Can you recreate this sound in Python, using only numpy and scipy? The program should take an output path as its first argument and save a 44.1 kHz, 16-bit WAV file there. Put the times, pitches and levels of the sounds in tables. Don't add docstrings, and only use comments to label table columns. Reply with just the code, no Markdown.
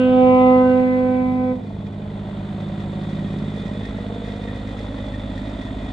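import sys
import numpy as np
from scipy import signal
from scipy.fft import rfft, irfft
from scipy.io import wavfile

SR = 44100
rng = np.random.default_rng(int(sys.argv[2]) if len(sys.argv) > 2 else 0)


def put_to_file(sound):
    columns = np.atleast_2d(sound).T
    safe = np.clip(columns, -1, 1)
    whole_steps = np.round(safe * 32767)
    wavfile.write(sys.argv[1], SR, whole_steps.astype(np.int16))


N = 261200
TIME = np.arange(N) / SR
FREQS = np.maximum(np.arange(N // 2 + 1) * SR / N, 1)
SPEED_M_PER_S, NEAREST_M, AIR_M_PER_S = 3.2, 4.8, 343

# (time [s], speed [revolutions/s])
CRANK_SPEED = [(0, 17.13), (1.5, 17.125), (2, 17.1), (2.7, 17.125), (3.8, 17.125), (4.4, 17.045),
               (5.92, 17.015)]


def from_db(db):
    return 10 ** (np.asarray(db) / 20)


def rms_one(x):
    return x / np.sqrt(np.mean(x ** 2) + 1e-20)


def in_time(rows):
    s, *columns = np.transpose(rows)
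    return [np.interp(TIME, s, column) for column in columns]


def at_hz(points, hz=FREQS):
    points = np.array(points)
    return np.interp(np.log(hz), np.log(points[:, 0]), points[:, 1])


def hump(hz, centre_hz, octaves):
    return np.exp(-(np.log2(hz / centre_hz) / octaves) ** 2)


def bell(centre_s, width_s):
    return np.exp(-((TIME - centre_s) / width_s) ** 2)


def colour(x, response):
    return irfft(rfft(x) * response, N)


def drift(corner_hz):
    return rms_one(colour(rng.standard_normal(N), 1 / (1 + (FREQS / corner_hz) ** 2)))


def resonances(modes):
    response = 0
    for hz, width_hz, db in modes:
        response = response + from_db(db) / (1 + 1j * (FREQS ** 2 - hz ** 2) / (FREQS * width_hz))
    return response


def stereo_noise(response, gate=1, source=None):
    # (frequency [Hz], likeness of the two channels [0-1])
    likeness = [(60, .995), (380, .97), (700, .8), (1300, .5), (2400, .35), (3500, .7), (5000, .7),
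                (8000, .2)]
    if source is None:
        source = rng.standard_normal((2, N))
    mid, side = source * gate
    alike = np.clip(at_hz(likeness), 0, 1)
    common = colour(mid, response * np.sqrt(1 + alike))
    opposed = colour(side, response * np.sqrt(1 - alike))
    return rms_one(common + opposed * [[1], [-1]])


def path(behind_m=0):
    nearest_s = 2.6
    to_go_m = SPEED_M_PER_S * (nearest_s - TIME) + behind_m
    return np.hypot(to_go_m, NEAREST_M), np.degrees(np.arctan2(NEAREST_M, to_go_m))


def road_lag(distance_m, height_m):
    listener_m = 1.575
    bounced_m = np.hypot(distance_m, height_m + listener_m)
    direct_m = np.hypot(distance_m, height_m - listener_m)
    return (bounced_m - direct_m) / AIR_M_PER_S


def road_bounce(x, strength):
    behind_m, height_m = 1.05, 3.55
    distance_m, _ = path(behind_m)
    return x + strength * np.interp(TIME - road_lag(distance_m, height_m), TIME, x)


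def dipping_gain(source):
    dips = { "puffs": (-37, 4, 1.12, -0.8), "clatter": (-46, 8, 1.65, 0.48), "gears": (-52, 13, 1.3, 1.24),
            "tyres": (-60, 7.5, 1.74, 0.6), "rumble": (-37, 1.5, 1.1, 1.5), }
    level_db, loss_db, centre_s, width_s = dips[source]
    return from_db(level_db - loss_db * bell(centre_s, width_s))


def ports(x, balance_db, lead_radians):
    half = from_db(balance_db / 2) * np.exp(.5j * lead_radians)
    return colour(x, np.array([half, 1 / half]))


def firing_gate(turns, cylinder_db, decay_beats, scatter_db, floor):
    beat = np.floor(3 * turns).astype(int)
    age_beats = 3 * turns - beat
    strength_db = np.array(cylinder_db)[beat % len(cylinder_db)]
    strength_db = strength_db + scatter_db * rng.standard_normal(N)[beat]
    return floor + from_db(strength_db) * np.exp(-age_beats / decay_beats)


def cycle_noise(turns, repeat, count=5, size=5120):
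    place = (turns / 2 % 1 * size).astype(int)
    weights = np.array([bell(s, 0.9) for s in np.linspace(0, TIME[-1], count)])
    shapes = rng.standard_normal((2, count, size))[..., place]
    returning = (shapes * weights).sum(axis=1) / np.linalg.norm(weights, axis=0)
    fresh = rng.standard_normal((2, N))
    return np.sqrt(repeat) * returning + np.sqrt(1 - repeat) * fresh


def wind():
    # (time [s], width [s], level [dB])
    gusts = [(.33, 0.25, -36), (1.85, 0.17, -41), (3.9, .12, -39), (5.74, .2, -35.5)]
    gain = sum(from_db(db) * bell(s, width_s) for s, width_s, db in gusts)
    return gain * stereo_noise(hump(FREQS, 70, octaves=1.2))


def rumble():
    # (frequency [Hz], relative density [dB])
    spectrum = [(8, -23), (20, 3.5), (35, 7), (55, 9), (80, 13.5), (120, 10.5), (200, 12.5), (400, -59)]
    return dipping_gain("rumble") * stereo_noise(from_db(at_hz(spectrum)))


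def tyres():
    # (frequency [Hz], relative density [dB])
    spectrum = [(1000, -8.5), (3000, 1), (4300, 9.5), (5100, -5.5), (5700, -24), (6500, -1), (8700, -0.5),
                (9300, -27), (11000, -21.5)]
    return dipping_gain("tyres") * stereo_noise(from_db(at_hz(spectrum)))


def rattles():
    # (onset [s], level [dB])
    bursts = [(3.248, -46.5), (3.833, -44), (3.951, -46), (4.474, -40), (4.968, -48), (5.125, -43),
              (5.235, -47), (5.36, -51), (5.674, -45)]
    # (frequency [Hz], width [Hz], relative level [dB])
    panel = [(1853, 37, 3), (2010, 29, -7.5), (2420, 90, -14)]
    rise_s = 0.013
    gain = 0
    for s, db in bursts:
        age = np.maximum(TIME - s, 0) / rise_s
        gain = gain + from_db(db) * age * np.exp(1 - age)
    return gain * stereo_noise(resonances(panel) * hump(FREQS, panel[0][0], octaves=0.78))


def gears(turns, knock, swing_radians, wander_radians, waver_db):
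    # (multiple of crank speed, relative level [dB])
    tones = [(203, 0), (215, -2.5), (221, -9)]
    jolt = swing_radians * np.sin(3 * 2 * np.pi * turns)
    whine = 0
    for k, db in tones:
        gain = from_db(db + waver_db * drift(14))
        whine = whine + gain * np.sin(2 * np.pi * k * turns + jolt + wander_radians * drift(8.3))
    return dipping_gain("gears") * rms_one(colour(whine * knock, hump(FREQS, 4230, octaves=1)))


def clatter(turns, knock):
    # (frequency [Hz], relative density [dB])
    spectrum = [(500, -17.5), (900, 3.5), (1170, -2), (1350, 0.5), (1680, -6), (2200, -7), (2800, -11),
                (3100, -7), (4000, -14), (5000, -36), (7000, -58.5), (11000, -78.5)]
    source = cycle_noise(turns, repeat=.2)
    return dipping_gain("clatter") * stereo_noise(from_db(at_hz(spectrum)), knock, source)


def block(knock, waver_db, dull_hz):
    # (frequency [Hz], width [Hz], relative level [dB])
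    modes = [(1915, 25, 5), (2006, 120, -1.5), (2430, 51, -2.5), (3403, 200, -3.5)]
    open_db, hidden_loss_db, gap_opens_s, opening_s = -48.5, 7, 2.8, 0.2
    hidden = 1 / (1 + np.exp((TIME - gap_opens_s) / opening_s))
    response = resonances(modes) / (1 + (FREQS / dull_hz) ** 4)
    gain = from_db(open_db - hidden_loss_db * hidden + waver_db * drift(12))
    return gain * stereo_noise(response, knock)


def thump(turns, scatter_db):
    lead_turns = .088
    beats = np.diff(np.floor(turns + lead_turns), prepend=-1) > 0
    body = resonances([(170, 170, 0)]) ** 3
    ring = colour(beats * from_db(scatter_db * drift(17)), body)
    return from_db(-38) * bell(3.45, width_s=0.6) * rms_one(ring)


def puffs(turns, gate, rasp_db, bounce):
    # (frequency [Hz], relative density [dB])
    turbulence = [(30, -46), (90, -19.5), (160, -13), (280, 5.5), (360, -7.5), (420, -0.5), (480, 0),
                  (620, -1.5), (720, -3), (830, -6.5), (1100, -14.5), (1600, -53), (5000, -52)]
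    # (nominal frequency [Hz], relative level [dB], strongest at [s], width [s])
    rasp_tones = [(428, -54.5, 3.4, 0.34), (462, -50.5, 4.1, 0.33), (479.1, -50, 3.7, 0.75),
                  (545, -54, 4.8, 1.1), (562, -56, 4, 0.73), (597, -52.5, 4.6, 1.3), (613.7, -52, 5.1, 1.1),
                  (666, -55.5, 5.6, 0.36), (683.7, -54, 4.2, 1.8), (717, -55, 3.0, 2.2),
                  (376.8, -56, 5.7, .5), (325, -47, 2.9, .8)]
    wander_cycles = .16
    crank_hz = np.mean(np.array(CRANK_SPEED)[:, 1])
    rasp = 0
    for hz, db, s, width_s in rasp_tones:
        multiple = np.round(hz / crank_hz)
        cycles = multiple * turns + rng.random() + wander_cycles * drift(3.7)
        rasp = rasp + from_db(db) * bell(s, width_s) * np.sin(2 * np.pi * cycles)
    rasp = rms_one(colour(rasp * gate, 1 / (1 + (FREQS / 4230) ** 4)))
    gas = stereo_noise(from_db(at_hz(turbulence)), gate, cycle_noise(turns, repeat=.6))
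    gas = gas + from_db(rasp_db) * rasp
    return dipping_gain("puffs") * rms_one(np.array([road_bounce(channel, bounce) for channel in gas]))


def causal_phase(gains, size=256):
    harmonics = np.arange(1, len(gains) + 1)
    cepstrum = irfft(np.log(np.interp(np.arange(size // 2 + 1), harmonics, gains)))
    return rfft(2 * cepstrum[:size // 2], size).imag[1:len(gains) + 1]


def exhaust(turns, rough_db, jitter_turns):
    # (multiple of crank speed, level [dB])
    front = [(1, -68), (2, -48.5), (3, -44), (4, -56.5), (5, -58), (6, -33.5), (7, -54), (8, -45.5),
             (9, -39), (10, -50.5), (11, -36.5), (12, -32), (13, -48.5), (14, -63.5), (15, -66),
             (16, -50.5), (17, -62), (18, -63.5), (19, -48), (20, -55), (21, -61), (22, -49.5)]
    side = [(1, -72.5), (2, -49.5), (3, -37.5), (4, -57), (5, -63), (6, -31.5), (7, -61.5), (8, -51.5),
            (9, -27.5), (10, -41.5), (11, -29.5), (12, -29.5), (13, -42.5), (14, -48.5), (15, -37.5),
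            (16, -44.5), (17, -65.5), (18, -48.5), (19, -52), (20, -50), (21, -46.5), (22, -45)]
    rear = [(1, -76.5), (2, -53.5), (3, -31.5), (4, -51.5), (5, -55.5), (6, -33), (7, -51.5), (8, -57),
            (9, -58), (10, -53), (11, -54.5), (12, -34.5), (13, -43.5), (14, -43), (15, -35), (16, -35.5),
            (17, -52), (18, -41.5), (19, -47.5), (20, -59.5), (21, -50), (22, -57.5)]
    faces_s = [1.5, 3.3, 5.15]
    levels_db = np.array([front, side, rear])[..., 1]
    lags = np.array([causal_phase(from_db(face)) for face in levels_db])
    uneven = turns + jitter_turns * drift(30)
    note = 0
    for k, (face_db, face_lag) in enumerate(zip(levels_db.T, lags.T), 1):
        db, lag = in_time(np.transpose([faces_s, face_db, face_lag]))
        note = note + from_db(db) * np.cos(2 * np.pi * k * uneven + lag)
    return from_db(rough_db * drift(22)) * note


def roadside(x, t60_s, dull_hz, thin_hz, count=24):
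    out = np.zeros((2, N))
    for k, (delay_s, heading) in enumerate(rng.uniform([.02, -1], [.27, 1], (count, 2))):
        lag_s = delay_s + heading * SPEED_M_PER_S * TIME / AIR_M_PER_S
        out[k % 2] += from_db(-60 * delay_s / t60_s) * np.interp(TIME - lag_s, TIME, x, left=0)
    return colour(out, 1 / (1 + 1j * FREQS / dull_hz) / (1 + thin_hz / (1j * FREQS)))


def horn(bounce, flutter, release_slope):
    # (multiple, level [dB])
    partials = [(1, -1.5), (2, -4), (3, -15), (4, -21.5), (5, -31.5), (6, -30), (7, -42.5), (8, -27.5),
                (9, -31), (10, -33.5), (11, -27), (12, -30.5), (13, -36), (14, -41), (16, -55.5), (20, -63),
                (34, -81.5)]
    partial_swells = { 1: [(.05, 0.1, 0.5), (.33, 0.12, -1.7), (.5, 0.068, 1)], 2: [(1.29, 0.11, -10.5)],
                      3: [(0, .11, -9.5), (1.35, .25, 4.5)], 4: [(.1, .16, -10.5), (.76, 0.08, -4),
                      (1.25, 0.15, 4)], 5: [(.52, 0.17, 6.5)], 6: [(.02, .1, 7), (.38, 0.22, -16),
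                      (.68, 0.071, 10), (1.1, .1, 6), (1.32, 0.07, -9)], 7: [(.58, .06, 10), (1.0, .2, 14)],
                      8: [(.17, 0.086, -8.5), (.5, 0.1, 8.5), (.94, 0.089, 10)], 9: [(.33, 0.13, 4.5),
                      (.62, 0.085, -7.5), (1.25, 0.24, 4.5)], 10: [(.04, 0.062, 6.5), (.66, 0.09, -10.5)],
                      11: [(0, .08, 4.5), (.7, 0.071, 6)], 14: [(.15, 0.083, 6.5), (.43, .05, 11.5)], }
    rest_hz, sag_hz_per_s, height_m = 252.2, 20, 3.655
    valve_shut_s, release_db_per_s = 1.52, 155
    level_db, turn_db_per_deg, buzz_db_per_deg = -9, 0.28, 2.5
    swell_db, swell_middle_db = 4, 11

    distance_m, angle_deg = path()
    turned_deg = angle_deg - angle_deg[0]
    lag_s = road_lag(distance_m, height_m)
    swell = bell(0.35, width_s=0.38)
    shut_s = np.maximum(TIME - valve_shut_s, 0)
    release_db = release_db_per_s * shut_s
    doppler = 1 - np.gradient(distance_m, TIME) / AIR_M_PER_S
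    pitch_hz = (rest_hz - sag_hz_per_s * shut_s) * doppler
    phase = 2 * np.pi * np.cumsum(pitch_hz * (1 + flutter * drift(71))) / SR
    bounced_phase = phase - 2 * np.pi * pitch_hz * lag_s
    note = np.zeros(N)
    for k in range(1, 35):
        start = rng.uniform(0, 2 * np.pi)
        partial = np.sin(k * phase + start) + bounce * np.sin(k * bounced_phase + start)
        buzz_db = -buzz_db_per_deg * hump(k * rest_hz, 3240, octaves=0.24) * turned_deg
        middle_db = swell_middle_db * hump(k * rest_hz, 920, octaves=0.79) * swell
        own_db = sum(db * bell(s, width_s) for s, width_s, db in partial_swells.get(k, []))
        fade_db = release_slope * release_db * np.log2(k)
        note += from_db(at_hz(partials, k) - fade_db + buzz_db + middle_db + own_db) * partial
    gain_db = level_db - turn_db_per_deg * turned_deg + swell_db * swell - release_db
    return note * NEAREST_M / distance_m * from_db(gain_db) * (1 + .03 * drift(50))


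def scene():
    # (frequency [Hz], left-right balance [dB])
    port_balance = [(60, 0), (130, -.3), (200, -2), (290, -2.5), (430, 0), (640, -6), (950, 3.5),
                    (1400, 2.5), (2080, -1.5), (3090, -2.5), (4580, -.5)]
    # (frequency [Hz], left lead [radians])
    port_phase = [(60, 0), (600, .1), (860, 1.6), (1380, -.1), (1890, -.7), (2150, .5), (2410, -.8),
                  (2670, .2), (3450, .5), (3700, .2), (4700, 0)]
    # (frequency [Hz], left-right balance [dB], left lead [radians])
    horn_ports = np.array([(254, -2.8, -.3), (508, -2, .05), (762, -4.3, 1.45), (1016, 6.3, .7),
                           (1270, 5, -.8), (1524, 1, -.7), (1778, -6, -2.6), (2032, 0, -3.6),
                           (2286, -2, -1.9), (2540, 4, -1.5), (2794, -3, -2.2), (3048, -4, -1.1),
                           (3300, -2.5, -.3), (4600, 0, 0)])
    first_beat_s = .037
    speed, = in_time(CRANK_SPEED)
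    turns = np.cumsum(speed) / SR - first_beat_s * speed[0]

    gas = firing_gate(turns + .12, [-1, -1.3, 4, 0, -1.3, 3.6], decay_beats=.45, scatter_db=1.1, floor=.47)
    knock = firing_gate(turns + .08, [1.5, -1, 0, 2.5, -1, 0], decay_beats=.5, scatter_db=1.5, floor=.72)
    slap = firing_gate(turns, [2, 2, -3, -1, 4, -3], decay_beats=.5, scatter_db=2, floor=.7)

    rest = wind() + rumble() + tyres() + rattles()
    rest = rest + gears(turns, knock, swing_radians=1.1, wander_radians=.9, waver_db=2.5)
    rest = rest + clatter(turns, knock) + block(slap, waver_db=1.9, dull_hz=9200)
    rest = rest + thump(turns, scatter_db=6.0)
    rest = rest + puffs(turns, gas, rasp_db=-7, bounce=.38)
    rest = rest + exhaust(turns, rough_db=.55, jitter_turns=.001)
    blast = horn(bounce=0.15, flutter=0.0003, release_slope=0.69)
    rest = rest + from_db(-12.5) * roadside(blast, t60_s=0.67, dull_hz=3500, thin_hz=615)

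    heard_horn = ports(blast, at_hz(horn_ports[:, :2]), at_hz(horn_ports[:, ::2]))
    return heard_horn + ports(rest, at_hz(port_balance), at_hz(port_phase))


def record(dry):
    return signal.sosfilt(signal.butter(12, 11000, fs=SR, output="sos"), dry)


dry = scene()
out = record(dry)
put_to_file(out)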